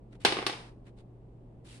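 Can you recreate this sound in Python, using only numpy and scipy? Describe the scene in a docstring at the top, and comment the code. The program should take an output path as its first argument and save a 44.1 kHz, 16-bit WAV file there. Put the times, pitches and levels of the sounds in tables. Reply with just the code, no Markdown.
"""A bare room, a hard table beside a wall, a stereo microphone within earshot of the tabletop.
A small die lands with a sharp knock, tumbles, knocks again and rattles to rest. Each contact rings the
top briefly; near reflections and the room answer. The thrower shuffles faintly over low rumble and
mains hum. The hardest knock softly overloads the microphone, and the recorder's noise suppressor
turns the treble down whenever it is quiet."""
import sys
import numpy as np
from scipy import signal
from scipy.fft import rfft, irfft
from scipy.io import wavfile
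from scipy.ndimage import uniform_filter1d

SR = 44100
rng = np.random.default_rng(int(sys.argv[2]) if len(sys.argv) > 2 else 0)


def bounce(signal):
    """Save signal as a 16-bit WAV file at the path given by the first command-line argument."""
    frames = np.transpose(np.atleast_2d(signal))
    limited = np.clip(frames, -1, 1)
    pcm = np.round(limited * 32767).astype(np.int16)
    wavfile.write(sys.argv[1], SR, pcm)


N = 79380

# die on the table: t/s, relative level/dB, corner f/Hz (hard tip high, soft roll low), click vs ring/dB
CONTACTS = [(0.2498, 2, 5090, 1), (0.2718, -23.5, 1800, 5), (0.285, -18.5, 4517, 1), (0.3236, -12, 3300, 6),
            (0.3692, -13, 1800, 5.5), (0.3876, -14, 2410, 1.5), (0.4188, -25, 2540, 6),
            (.4268, -19, 2200, 6.5), (0.4656, -9.5, 6480, 4), (0.4968, -17.5, 3440, 6),
            (0.5278, -23.5, 3400, 3.5), (.536, -25.5, 2940, 4.5)]
# spectrum of a knock before the contact dulls it: f/Hz, level/dB
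KNOCK_COLOUR = [(60, -24), (150, -5), (260, -3), (380, 3.5), (560, -1.5), (850, 1), (1400, -4),
                (2300, -1.5), (3800, 1), (5200, -2), (6800, -11), (8100, -9), (9300, -0.5), (10000, -9.5),
                (11000, -16.5), (16000, -21)]
# modes of tabletop and die: f/Hz, relative level/dB, t60/s
TABLE_MODES = [(177, -55, .45), (218, -54.5, .4), (300, -57.5, 1), (326, -56.5, 0.63), (400, -49, .3),
               (450, -56, .4), (713, -48.5, 0.27), (782, -52, .35), (845, -52, .3), (1114, -53, .25),
               (1200, -54, .2), (1688, -51.5, .2), (2135, -40, 0.12), (2805, -43, 0.04), (3700, -42, .06)]
# dense short ring of the top: f/Hz, relative level/dB
RING_COLOUR = [(100, -2), (400, 1), (900, 0.5), (1800, 3.5), (3800, -1), (7000, -1.5), (9300, 1.5),
               (12000, -5), (16000, -6)]
# reflections off nearby surfaces: left delay/s, right delay/s, level against the direct click/dB
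NEAR_REFLECTIONS = [(.0027, .0026, -3), (0.0018, 0.0024, -8.5), (0.0038, 0.0035, -11), (0.0083, .006, -10),
                    (.0156, .0158, -14)]
# decay of the room: f/Hz, t60/s
ROOM_DECAY = [(150, 1.13), (400, 0.62), (1000, 0.6945), (3500, 0.4221), (9000, 0.54), (15000, 0.22)]
# spectrum of the room's tail: f/Hz, relative level/dB
TAIL_COLOUR = [(150, -6.5), (400, -3.5), (1000, -1.5), (3000, 0.5), (9000, -2), (15000, -2.5)]
# diffuse sound at the microphone pair: f/Hz, left-right correlation
COHERENCE = [(30, 0.95), (380, 0.87), (700, 0.36), (1400, 0), (16000, 0.015)]
# thrower's movements: start t/s, length/s, level/dB, tilt/(dB per octave), mid-stroke resonance f/Hz
STROKES = [(.103, 0.077, -65.5, -2, 1760), (0.197, 0.062, -61, 0.5, 2790), (.838, 0.077, -65, -2.5, 1970),
           (.962, 0.073, -67, 0, 3730), (1.637, 0.17, -59, 2.5, 2920)]
# spectrum of the rubbing: f/Hz, relative level/dB
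RUB_COLOUR = [(200, -12.5), (900, -5), (2400, -0.5), (4200, -2.5), (6200, -11), (9200, -5.5),
              (11000, -20.5), (12500, -35), (16000, -44)]
# noise density of the room tone: f/Hz, relative level/dB
ROOM_TONE = [(10, -9.5), (30, -3.5), (50, 2.5), (80, -10), (170, -6), (350, -9), (700, -19.5),
             (1400, -27.5), (2800, -32.5), (6000, -45), (9300, -42.5), (12000, -57.5), (16000, -62)]
# noise suppressor when fully closed: f/Hz, cut/dB
SUPPRESSOR_CUT = [(400, 0.5), (800, 1), (1500, 12), (16000, 13.5)]


def die(gain_db=8):
    """The die tumbles: every contact excites the tabletop and the same room."""
    out, tail = np.zeros((2, N)), room()
    for start, db, corner_hz, click_db in CONTACTS:
        response = tail.copy()
        add(response, 0, tabletop(click_db))
        knock = signal.fftconvolve(response, contact(corner_hz)[None], axes=1)
        add(out, start, -amp(gain_db + db) * knock)
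    return out


def contact(corner_hz, rolloff=3.9, size=4096):
    """The pulse of one knock, duller the longer the die stays in touch."""
    hz = abs(np.fft.fftfreq(size, 1 / SR))
    gain = amp(curve(KNOCK_COLOUR, hz)) / np.sqrt(1 + (hz / corner_hz) ** rolloff)
    minimum_phase = np.exp(np.conj(signal.hilbert(np.log(gain))))
    return np.fft.ifft(minimum_phase).real[:size // 2]


def tabletop(click_db, ring_db=6, ring_t60=.08, modes_db=3, thud_hz=390, thud_t60=.013, size=12000):
    """Ring, thud, click and near reflections at the microphone; the dense ring varies from spot to spot."""
    t = np.arange(size) / SR
    ring = diffuse(size, RING_COLOUR) * decay(t, ring_t60)
    out = amp(ring_db) * unit_energy(ring)
    for k, (hz, db, t60) in enumerate(TABLE_MODES):
        out += (-1) ** k * amp(modes_db + db) * decay(t, t60) * np.sin(2 * np.pi * hz * t)
    thud = decay(t, thud_t60) * np.cos(2 * np.pi * thud_hz * t)  # the top gives for a cycle or two
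    out += amp(click_db - 30) * thud
    direct = (0, .00004, 0)  # the click reaches the right microphone a little later
    for left_s, right_s, db in [direct, *NEAR_REFLECTIONS]:
        out[0, round(left_s * SR)] += amp(click_db + db)
        out[1, round(right_s * SR)] += amp(click_db + db)
    return out


def room(level_db=1.5, rise_s=.005, size=44100):
    """The bare walls return a diffuse tail whose treble dies first."""
    hz, t, spectrum = signal.stft(diffuse(size, TAIL_COLOUR), SR, nperseg=256)
    spectrum *= decay(t, curve(ROOM_DECAY, hz)[:, None])
    tail = signal.istft(spectrum, SR)[1][:, :size]
    tail *= 1 - np.exp(-np.arange(size) / SR / rise_s)
    return amp(level_db) * unit_energy(tail)


def shuffles(grain_depth=.22, swish_db=-1.5, width_hz=900, sink_oct_per_s=6):
    """The thrower moves: faint grainy swells of rubbing, whose resonance sinks as the stroke slows."""
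    out = np.zeros((2, N))
    for start, length, db, tilt_db, mid_hz in STROKES:
        size = round(length * SR)
        from_mid_s = np.arange(size) / SR - length / 2
        swell = np.hanning(size)
        grain = unit_rms(uniform_filter1d(rng.standard_normal(N), size=120))[:size]
        friction = diffuse(N, RUB_COLOUR, tilt_db)[:, :size]
        rub = swell ** .235 * (1 + grain_depth * grain) * friction  # a flat-topped arch
        sinking_hz = mid_hz * 2 ** (-sink_oct_per_s * from_mid_s)
        swish = swell * resonate(rub, sinking_hz, width_hz)
        add(out, start, amp(db) * (rub + amp(swish_db) * swish))
    return out


def room_tone(rumble_db=-53, hum_hz=119, hum_db=-54.5):
    """Low rumble and mains hum behind everything."""
    hum = np.sqrt(2) * np.sin(2 * np.pi * (hum_hz * np.arange(N) / SR + rng.random()))
    return amp(rumble_db) * diffuse(N, ROOM_TONE) + amp(hum_db) * hum


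def diffuse(size, colour, tilt_db=0):
    """Coloured noise from all sides, alike at both microphones only in the bass."""
    hz = np.fft.rfftfreq(size, 1 / SR)
    mid, side = rfft(rng.standard_normal((2, size)))
    likeness = curve(COHERENCE, hz)
    mid *= np.sqrt(1 + likeness)
    side *= np.sqrt(1 - likeness)
    gain = amp(curve(colour, hz) + tilt_db * np.log2(hz + 1))
    return unit_rms(irfft(np.array([mid + side, mid - side]) * gain, size))


def resonate(x, hz, width_hz):
    """A resonance of gain 1 that follows the curve hz."""
    carrier = np.exp(2j * np.pi * np.cumsum(hz) / SR)
    pole = np.exp(-np.pi * width_hz / SR)
    return 2 * (carrier * signal.lfilter([1 - pole], [1, -pole], x / carrier)).real


def amp(db):
    """Decibels to gain."""
    return 10 ** (np.asarray(db) / 20)


def decay(t, t60):
    """Falls 60 dB in t60 seconds."""
    return amp(-60 * t / t60)


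def unit_rms(x):
    """Scales to rms 1."""
    return x / np.sqrt(np.mean(x ** 2) + 1e-20)


def unit_energy(x):
    """Scales a stereo response to a mean energy of 1 per channel."""
    return x / np.sqrt(np.sum(x ** 2) / 2)


def curve(points, hz):
    """Reads a table on a log-frequency axis."""
    f, value = np.transpose(points)
    return np.interp(np.log(hz + 1), np.log(f + 1), value)


def add(mix, start_s, sound):
    """Mixes a stereo sound in at start_s."""
    part = mix[:, round(start_s * SR):][:, :sound.shape[1]]
    part += sound[:, :part.shape[1]]


def scene():
    """The die and its thrower in the quiet room."""
    return room_tone() + die() + shuffles()


def record(dry):
    """The microphone overloads softly; the recorder cuts the treble when quiet and limits the band."""
    ceiling, quiet_db, knee_db, edge_hz = amp(-8.5), -68, 2.5, 16000
    driven = ceiling * np.tanh(dry / ceiling)
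    frames = dict(fs=SR, nperseg=512, noverlap=384)
    hz, _, spectrum = signal.stft(driven, **frames)
    treble_power = (abs(spectrum[:, hz > 2000]) ** 2).mean(0).sum(0)
    treble_db = 10 * np.log10(treble_power + 1e-14)
    closed = .5 - .5 * np.tanh((treble_db - quiet_db) / knee_db)
    cut_db = curve(SUPPRESSOR_CUT, hz)[:, None] * closed
    suppressed = signal.istft(spectrum * amp(-cut_db), **frames)[1][:, :N]
    lowpass = signal.firwin(255, edge_hz, window=("kaiser", 9), fs=SR)
    return signal.oaconvolve(suppressed, lowpass[None], "same")


dry = scene()
out = record(dry)
bounce(out)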